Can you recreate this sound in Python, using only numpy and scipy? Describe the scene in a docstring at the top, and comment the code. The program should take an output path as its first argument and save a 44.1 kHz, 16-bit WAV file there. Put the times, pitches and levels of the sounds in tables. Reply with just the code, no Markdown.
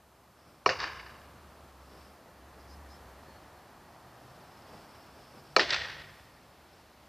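"""A steel training sword strikes a wooden post twice on a lawn in a walled yard.
Post and blade ring, fibres crack, the edge skids and the stand shudders. Each knock slaps back
from the wall, then returns from farther buildings as a bright, ringing tail.
Clothes and grass rustle and shoes thud between the blows.
Distant traffic and two engines drone; one small bird chirps, a farther one whistles."""
import sys
import numpy as np
from scipy import signal
from scipy.fft import rfft, irfft, next_fast_len
from scipy.io import wavfile

SR = 44100
rng = np.random.default_rng(int(sys.argv[2]) if len(sys.argv) > 2 else 0)


def output_pcm(signal):
    """Save a mono or channel-first signal as 16-bit PCM at the path in sys.argv[1].

    Samples are clipped to [-1, 1] before scaling.
    """
    pcm = np.clip(np.atleast_2d(signal).T, -1, 1) * 32767
    wavfile.write(sys.argv[1], SR, np.round(pcm).astype(np.int16))


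N = 312551
TIME = np.arange(N) / SR
WALL_DELAY_S = .0315

# Spectra of the near scatter, one per blow. Each point: frequency in Hz, density in dB.
NEAR_SPECTRA = [
    [(35, -51), (60, -13), (113, -1), (230, -18.5), (531, 1), (996, -23), (1080, 1), (1230, -3), (1310, -6),
     (2610, -6.5), (2840, -2), (3220, -25), (4700, -8.5), (6570, -21), (9000, -53)],
    [(35, -42), (60, -36), (239, -8), (372, -2), (468, -9), (669, 2), (791, -37), (878, -30), (1020, -11),
     (1950, -1), (2400, -6), (2670, -6), (3650, -7), (4900, -6), (9000, -42.5)],
]
# Spectra of the far returns, one per blow. Each point: frequency in Hz, density in dB.
FAR_SPECTRA = [
    [(200, -14), (436, -4.5), (528, -5), (581, -6), (923, -0.5), (1050, 5.5), (1400, -2.5), (1660, 5),
     (1950, -1.5), (2950, -3), (3200, -13), (4800, -3), (5700, -14), (9000, -45)],
    [(200, -13.5), (554, -3.5), (610, 0), (738, -5), (1190, -3), (1310, -0.5), (1740, 4), (2730, -1.5),
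     (4500, 1), (6240, -13), (6540, -22), (8050, -22.5), (9000, -52)],
]


def from_db(db):
    """Decibels to gain."""
    return 10 ** (np.asarray(db) / 20)


def unit_rms(x):
    """Scale to unit power."""
    return x / np.sqrt(np.mean(x ** 2) + 1e-20)


def add(track, start_s, sound):
    """Mix a sound into a track."""
    start = round(start_s * SR)
    track[start:start + len(sound)] += sound[:len(track) - start]


def cut(x, kind, hz, order=2):
    """Causal Butterworth filter."""
    return signal.sosfilt(signal.butter(order, hz, kind, fs=SR, output="sos"), x + 1e-18)


def cut_zero_phase(x, kind, hz, order=2):
    """Butterworth filter run forward and back."""
    return signal.sosfiltfilt(signal.butter(order, hz, kind, fs=SR, output="sos"), x)


def band_noise(size, band_hz, order=2):
    """Unit-power noise in a band."""
    return unit_rms(cut(rng.standard_normal(size), "band", band_hz, order))


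def drift(size, rate_hz):
    """Unit-power random wander."""
    return unit_rms(cut(rng.standard_normal(size), "low", rate_hz))


def shaped_noise(spectrum, size, resonances=()):
    """Unit-power noise with a given spectrum plus resonances; falls 30 dB per octave past its ends."""
    padded = next_fast_len(size, real=True)
    hz = np.maximum(np.fft.rfftfreq(padded, 1 / SR), 1)
    points_hz, levels_db = np.transpose(spectrum)
    octaves_outside = np.abs(np.log2(hz / np.clip(hz, points_hz[0], points_hz[-1])))
    db = np.interp(np.log(hz), np.log(points_hz), levels_db) - 30 * octaves_outside
    for centre_hz, width_hz, lift_db in resonances:
        db += lift_db / (1 + (2 * (hz - centre_hz) / width_hz) ** 2)
    white = rfft(rng.standard_normal(padded))
    return unit_rms(irfft(white * from_db(db), padded)[:size])


def decay(age, t60_s, rise_s):
    """Envelope that rises from age 0 and dies exponentially."""
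    age = np.maximum(age, 0)
    return (1 - np.exp(-age / rise_s)) * 1000 ** (-age / t60_s)


def burst(envelope, grain):
    """Noise under an envelope, scaled to the envelope's energy."""
    return envelope * grain * np.linalg.norm(envelope) / np.linalg.norm(envelope * grain)


def traffic(split_hz=1400, spreading=1.045, whine_ratio=1.096):
    """Distant road: rumble, roar, tyre hiss and tread whine swell as each vehicle nears."""
    # Vehicles. Each row: nearest moment in seconds, half-width in seconds, roar, rumble and
    # tyre hiss in dB, whine pitch in Hz, whine level in dB.
    passes = [(1.4, 0.55, -59.5, -60, -67, 1180, -67.5), (3.1, 0.62, -57, -58.5, -65.5, 1796, -67.5),
              (4.1, 0.21, -72, -97, -86, 735, -64.5), (4.8, 0.73, -57, -59.5, -65.5, 786, -70),
              (6.95, 1, -64.5, -64.5, -66.5, 760, -76)]
    # Road spectra. Each point: frequency in Hz, density in dB.
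    roar_spectrum = [(210, -28.5), (350, -4), (433, -9.5), (647, -1), (942, -2), (1620, -4.5), (1900, -5.5),
                     (2350, -6), (3740, -10.5), (4400, -8.5), (7000, -20), (9100, -62)]
    rumble_spectrum = [(16, -61), (28, -29), (46, -5), (60, -8.5), (92, -2), (215, -4), (254, -5),
                       (453, -9), (600, -9), (780, -19)]
    power = from_db([[-74], [-77.5], [-78]]) ** 2  # steady roar, rumble, tyre hiss
    whine = np.zeros(N)
    for nearest_s, half_width_s, *levels_db, whine_hz, whine_db in passes:
        nearness = (1 + ((TIME - nearest_s) / half_width_s) ** 2) ** -spreading
        power = power + np.outer(from_db(levels_db) ** 2, nearness)
        tread = band_noise(N, [whine_hz / whine_ratio, whine_hz * whine_ratio])
        whine += from_db(whine_db) * np.sqrt(nearness) * tread
    roar_gain, rumble_gain, tyre_gain = np.sqrt(power)
    rumble = rumble_gain * shaped_noise(rumble_spectrum, N)
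    roar = roar_gain * unit_rms(cut(shaped_noise(roar_spectrum, N), "low", split_hz, order=4))
    tyres = tyre_gain * unit_rms(cut(shaped_noise(roar_spectrum, N), "high", split_hz, order=4))
    return rumble + roar + tyres + whine


def swells(rows, edge_s):
    """Gain that rises, holds and falls once per row."""
    gain = np.zeros(N)
    for start_s, length_s, db in rows:
        age = TIME - start_s
        gain += from_db(db) * (np.tanh(age / edge_s) - np.tanh((age - length_s) / edge_s)) / 2
    return gain


def hum(hz, wander_hz, throb_db):
    """Low engine note, wavering in pitch and level."""
    pitch_hz = hz + wander_hz * drift(N, rate_hz=9.1)
    throb = from_db(throb_db * drift(N, rate_hz=6.5))
    return throb * unit_rms(np.sin(2 * np.pi * np.cumsum(pitch_hz) / SR))


def engines(idle_hz=69.8, idle_floor_db=-70.5, climb_hz_per_s=9.8):
    """One far engine idles while another gathers speed."""
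    # Swells of each engine. Each row: start in seconds, length in seconds, level in dB.
    idle_swells = [(.72, 1.4, -63), (2.35, 1.03, -61.5), (2.7, 0.23, -59)]
    climb_swells = [(4.03, 0.36, -63), (5.2, 0.94, -64)]
    idle_gain = from_db(idle_floor_db) + swells(idle_swells, edge_s=.017)
    idling = idle_gain * hum(idle_hz, wander_hz=4.2, throb_db=1.3)
    climb_hz = 130 + climb_hz_per_s * (TIME - 4.6)
    climbing = swells(climb_swells, edge_s=.071) * hum(climb_hz, wander_hz=3.3, throb_db=3.5)
    return idling + climbing


def movement(step_band_hz=(110, 600), step_t60_s=.28, crumple_db=2, crumple_hz=40):
    """Shoes thud softly on turf; cloth and grass swish."""
    # Footfalls. Each row: start in seconds, level in dB, sole roll-down time in seconds.
    steps = [(0.461, -51.5, 0.0032), (1.9, -36, 0.11), (2.06, -56, 0.006), (2.55, -44, 0.04),
             (4.68, -36, 0.11), (4.73, -53.5, .004), (4.776, -63, .002), (5.33, -52, 0.0041),
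             (5.368, -51.5, 0.0023), (6.72, -58, 0.0092)]
    # Swishes. Each row: centre in seconds, level in dB, Gaussian width in seconds.
    rustles = [(0.48, -70.5, 0.088), (1.992, -64, 0.098), (4.73, -69, 0.04), (5.233, -66.5, 0.78),
               (6.78, -75, 0.068)]
    # Cloth and grass spectrum. Each point: frequency in Hz, density in dB.
    rustle_spectrum = [(1500, -6), (3000, -5), (4100, -9), (4500, -5.5), (5100, 1.5), (5600, -2.5),
                       (6400, -28), (8000, -13)]
    weight = sum(from_db(db) * decay(TIME - start_s, step_t60_s, roll_s) for start_s, db, roll_s in steps)
    turf = cut(band_noise(N, step_band_hz, order=1), "low", 1300)
    swish = sum(from_db(db) * np.exp(-((TIME - centre_s) / width_s) ** 2 / 2)
                for centre_s, db, width_s in rustles)
    crumple = from_db(crumple_db * drift(N, crumple_hz))
    return weight * turf + swish * crumple * shaped_noise(rustle_spectrum, N)


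def knock(blow, age, lag_s=.00047, travel_1khz_s=.00056, ground_delay_s=.00377, ground_gain=.49):
    """Bending waves run faster at high pitch, so treble modes start first; the ground reflects the knock."""
    # Modes of post and blade, weighted by the contact point. Each row: frequency in Hz,
    # t60 in seconds, level in dB for each blow.
    modes = [(112, .17, -36, -55), (195, .2, -44, -40), (300, .11, -42, -41), (388, .137, -20, -19.5),
             (437, .095, -21.5, -23), (520, .13, -31.5, -25), (665, .099, -21.5, -18.5),
             (773, .053, -29, -29), (973, .06, -17.5, -22.5), (1126, .026, -10.5, -19.5),
             (1270, .028, -14, -10.5), (1437, .022, -24.5, -17), (1686, .015, -23, -12.5),
             (1846, .017, -18, -14.5), (2303, .045, -20, -16), (2490, .05, -32.5, -25),
             (2831, .018, -16, -15), (4277, .009, -17, -4.5), (5530, .05, -38, -35)]
    direct = np.zeros(len(age))
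    for k, (hz, t60_s, *levels_db) in enumerate(modes):
        since = age - lag_s - travel_1khz_s * np.sqrt(1000 / hz)
        envelope = from_db(levels_db[blow]) * decay(since, t60_s, rise_s=.00093)
        direct += (-1) ** k * envelope * np.sin(2 * np.pi * hz * since)
    return direct + ground_gain * np.interp(age - ground_delay_s, age, direct, left=0)


def crack(blow, age, t60_s, peak_s=.0028):
    """Wood fibres splinter as the edge bites: a bright burst."""
    # Splinter spectra, one per blow. Each point: frequency in Hz, density in dB.
    spectra = [
        [(2400, 0), (2900, -10), (3340, -11), (3900, -7), (4500, 0), (5700, -1), (6300, -30), (9150, -26),
         (11000, -42)],
        [(2400, 2), (3100, -12), (3650, -5), (4230, -3), (5000, -6), (5650, 0), (6100, -13), (7300, -20),
         (9000, -26), (11000, -65)],
    ]
    bite = np.minimum(age / peak_s, 1) * 1000 ** (-np.maximum(age - peak_s, 0) / t60_s)
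    return burst(bite, shaped_noise(spectra[blow], len(age)))


def skid(blow, age, band_hz=(3900, 5600)):
    """The edge skids on the wood and catches again."""
    # Catches. Each row: delay in seconds, level in dB for each blow, t60 in seconds.
    catches = [(0.0132, -28.5, -34, 0.038), (0.0202, -44.5, -30, 0.043)]
    grit = band_noise(len(age), band_hz, order=3)
    return sum(from_db(levels_db[blow]) * burst(decay(age - delay_s, t60_s, rise_s=.0016), grit)
               for delay_s, *levels_db, t60_s in catches)


def stand_rattle(blow, age, band_hz=(330, 1050), delay_s=.0152, buzz_db=-13):
    """The post tips against its wooden stand: hollow clatter with a little bright buzz."""
    hollow = band_noise(len(age), band_hz, order=3)
    buzz = from_db(buzz_db) * shaped_noise(NEAR_SPECTRA[blow], len(age))
    return burst(decay(age - delay_s, t60_s=.26, rise_s=.0024), hollow + buzz)


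def sway(age):
    """The shaken post and stand rumble on the ground."""
    return decay(age, t60_s=2.15, rise_s=.19) * band_noise(len(age), band_hz=(56, 135))


def wall_slap(blow, age, clang_hz=1810, clang_t60_s=.018, rise_s=.001):
    """The nearest wall returns the crack with the blade's clang on top."""
    # Wall returns, one per blow. Each row: slap in dB, clang in dB, slap t60 in seconds.
    returns = [(-22.5, -13.5, .026), (-17, -6, .033)]
    # Slap spectrum. Each point: frequency in Hz, density in dB.
    spectrum = [(300, -8), (480, -17), (1000, -16), (1500, 13), (2050, -16), (2500, -7), (2880, 8),
                (3300, -4), (4100, -4), (4650, 4), (5250, 3), (5700, -17), (6500, -24), (9000, -48)]
    slap_db, clang_db, t60_s = returns[blow]
    since = age - WALL_DELAY_S
    slap = burst(decay(since, t60_s, rise_s), shaped_noise(spectrum, len(age)))
    clang = decay(since, clang_t60_s, rise_s) * np.sin(2 * np.pi * clang_hz * since)
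    return from_db(slap_db) * slap + from_db(clang_db) * clang


def near_scatter(blow, age):
    """Wall, fence and ground scatter the knock right after the slap."""
    envelope = decay(age - WALL_DELAY_S, t60_s=.22, rise_s=.0017)
    return envelope * shaped_noise(NEAR_SPECTRA[blow], len(age))


def echoes(blow, age, lift_db=8, width_ratio=.47, highpass_hz=950, lowpass_hz=8000):
    """Fence and buildings return the clack, each favouring a band; longer echoes start more softly."""
    # Reflections. Each row: delay in seconds, level in dB for each blow, t60 in seconds,
    # favoured frequency in Hz.
    reflections = [(.0398, -35, -26, .04, 4900), (.047, -33, -28, .02, 2400), (.058, -35, -42, .025, 4500),
                   (.071, -38, -31, .035, 2800), (.128, -42, -39, .07, 4900),
                   (.1419, -24.5, -19, .022, 5000), (.157, -39, -52, .1, 4900),
                   (.1712, -42, -23, .03, 4200), (.1803, -26.5, -19.5, .032, 1450),
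                   (.195, -39, -40, .07, 5000), (.216, -35, -42, .04, 1700), (.255, -43, -38, .05, 1800),
                   (.293, -44, -40, .03, 1700), (.335, -40, -37, .07, 2200), (.403, -43, -50, .05, 1600),
                   (.4345, -47, -56, .06, 1600)]
    out = np.zeros(len(age))
    for delay_s, *levels_db, t60_s, hz in reflections:
        grain = shaped_noise(FAR_SPECTRA[blow], len(age), [(hz, width_ratio * hz, lift_db)])
        envelope = decay(age - delay_s, t60_s, rise_s=.022 * t60_s)
        out += from_db(levels_db[blow]) * burst(envelope, cut(grain, "high", highpass_hz))
    return cut(out, "low", lowpass_hz, order=4)


def far_tail(blow, age, crest_s=.17, crest_width_s=.033, crest_db=4):
    """Far echoes arrive in clumps, crest and fade; air takes the treble first, the bass lingers."""
    # Blade resonances. Each row: frequency in Hz, width in Hz, lift in dB for each blow.
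    blade = [(1043, 14, 6, 1), (1830, 120, 0, 4), (1890, 62, -8, 5.5), (2580, 72, -9, 3), (2860, 58, 4, 4),
             (3480, 59, -1, 6), (3870, 320, 8.5, -2), (4080, 330, -16, -0.5), (4450, 76, -16, -11),
             (4530, 99, 4, -1)]
    swell_db_per_s, fall_db_per_s, air_db_per_s, linger_db_per_s = 110, 55, 16, 13
    resonances = [(hz, width_hz, lifts_db[blow]) for hz, width_hz, *lifts_db in blade]
    ring = shaped_noise(FAR_SPECTRA[blow], len(age), resonances)
    since_crest = age - crest_s
    early, late = np.maximum(-since_crest, 0), np.maximum(since_crest, 0)
    peak_db = crest_db * (np.exp(-(since_crest / crest_width_s) ** 2) - 1)
    clumps_db = 1.7 * drift(len(age), rate_hz=60)
    envelope = from_db(peak_db + clumps_db - swell_db_per_s * early - fall_db_per_s * late)
    fade_in = np.minimum(2 * age / crest_s, 1)
    dull = cut_zero_phase(ring, "low", 3200)
    bass = cut_zero_phase(ring, "low", 550)
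    middle = dull - bass
    treble = (ring - dull) * from_db(-air_db_per_s * since_crest)
    return fade_in * envelope * (bass * from_db(linger_db_per_s * late) + middle + treble)


def sword(length_s=1.5):
    """Two blows on the post, each with the yard's answer."""
    # Blows. Each row: start in seconds, knock and crack in dB, crack t60 in seconds,
    # then stand rattle, sway, near scatter and far tail in dB.
    blows = [(.6594, -0.5, -29, 0.05, -28.5, -49.5, -27, -34.5),
             (5.5627, 0, -21, 0.036, -27, -45.5, -22.5, -29.5)]
    out = np.zeros(N)
    age = np.arange(round(length_s * SR)) / SR
    for blow, row in enumerate(blows):
        start_s, knock_db, crack_db, crack_t60_s, stand_db, sway_db, near_db, far_db = row
        hit = from_db(knock_db) * knock(blow, age)
        edge = from_db(crack_db) * crack(blow, age, crack_t60_s) + skid(blow, age)
        shudder = from_db(stand_db) * stand_rattle(blow, age) + from_db(sway_db) * sway(age)
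        returns = wall_slap(blow, age) + echoes(blow, age)
        scatter = from_db(near_db) * near_scatter(blow, age) + from_db(far_db) * far_tail(blow, age)
        add(out, start_s, hit + edge + shudder + returns + scatter)
    return out


def bird_chirps(scoop_s=.019, hook_s=.006, waver_hz=50, rasp_depth=.42, wall_db=-12):
    """Chirps scoop up and hook down, sweeping harmonics through the throat resonance; the wall echoes."""
    # Chirps, pitched at the sixth harmonic. Each row: start and length in seconds,
    # top, opening scoop and closing hook in Hz, level in dB.
    chirps = [(2.587, .038, 5350, 1200, 300, -62), (2.674, .08, 5230, 1450, 750, -58.7),
              (2.882, .097, 5260, 850, 250, -59)]
    throat_hz, throat_width_hz = 5130, 380
    out = np.zeros(N)
    for start_s, length_s, top_hz, scoop_hz, hook_hz, db in chirps:
        age = np.arange(round(length_s * SR)) / SR
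        glide_hz = top_hz - scoop_hz * np.exp(-age / scoop_s) - hook_hz * np.exp((age - length_s) / hook_s)
        pitch_hz = (glide_hz + waver_hz * drift(len(age), rate_hz=140)) / 6
        phase = 2 * np.pi * np.cumsum(pitch_hz) / SR
        voice = np.zeros(len(age))
        for k in range(5, 10):
            throat = 1 / np.hypot(1, 2 * (k * pitch_hz - throat_hz) / throat_width_hz)
            rasp = unit_rms(1 + rasp_depth * drift(len(age), rate_hz=400))
            voice += throat * rasp * np.sin(k * phase)
        chirp = from_db(db) * np.sqrt(np.sin(np.pi * age / length_s)) * voice
        add(out, start_s, chirp)
        add(out, start_s + WALL_DELAY_S, from_db(wall_db) * chirp)
    return out


def bird_whistles(waver_hz=20, flutter_db=2.5, rate_hz=50):
    """A farther bird holds thin, level notes with slight flutter."""
    # Notes. Each row: start and length in seconds, pitch in Hz, level in dB.
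    notes = [(3.272, .118, 4320, -67.5), (3.555, .04, 4300, -69)]
    out = np.zeros(N)
    for start_s, length_s, hz, db in notes:
        size = round(length_s * SR)
        phase = 2 * np.pi * np.cumsum(hz + waver_hz * drift(size, rate_hz)) / SR
        flutter = unit_rms(from_db(flutter_db * drift(size, rate_hz)))
        add(out, start_s, from_db(db) * signal.windows.tukey(size, .2) * flutter * np.sin(phase))
    return out


def scene():
    """All sources, equal in both channels."""
    mono = sword() + movement() + bird_chirps() + bird_whistles() + traffic() + engines()
    return np.tile(mono, (2, 1))


def suppressor_lift_db(dry, threshold_db=-60, slope=.54, range_db=4.5, release_db_per_s=50):
    """A noise suppressor passes more hiss while the scene is loud, then closes."""
    power = cut(dry[0] ** 2, "low", hz=5, order=1)
    fall_db = release_db_per_s * TIME
    held_db = np.maximum.accumulate(10 * np.log10(power + 1e-12) + fall_db) - fall_db
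    return np.clip(slope * (held_db - threshold_db), 0, range_db)


def record(dry, hiss_db=-70, side_treble_db=-6, side_bass_db=-2, width_db=-16, cutoff_hz=14600):
    """The treble is slightly wide between left and right; microphone hiss is added and the top is cut."""
    mid, side = rng.standard_normal((2, N))
    polarity = np.array([[1], [-1]])
    side_treble = from_db(side_treble_db) * cut(side, "high", 4500)
    side_bass = from_db(side_bass_db) * cut(side, "low", 79, order=4)
    hiss = from_db(hiss_db + suppressor_lift_db(dry)) * (mid + polarity * (side_treble + side_bass))
    treble = cut_zero_phase(dry, "high", 4200, order=3)
    treble_width = from_db(width_db) * np.gradient(treble, axis=1) * polarity
    lowpass = signal.ellip(12, .1, 80, cutoff_hz, fs=SR, output="sos")
    return signal.sosfilt(lowpass, dry + treble_width + hiss)


dry = scene()
out = record(dry)
output_pcm(out)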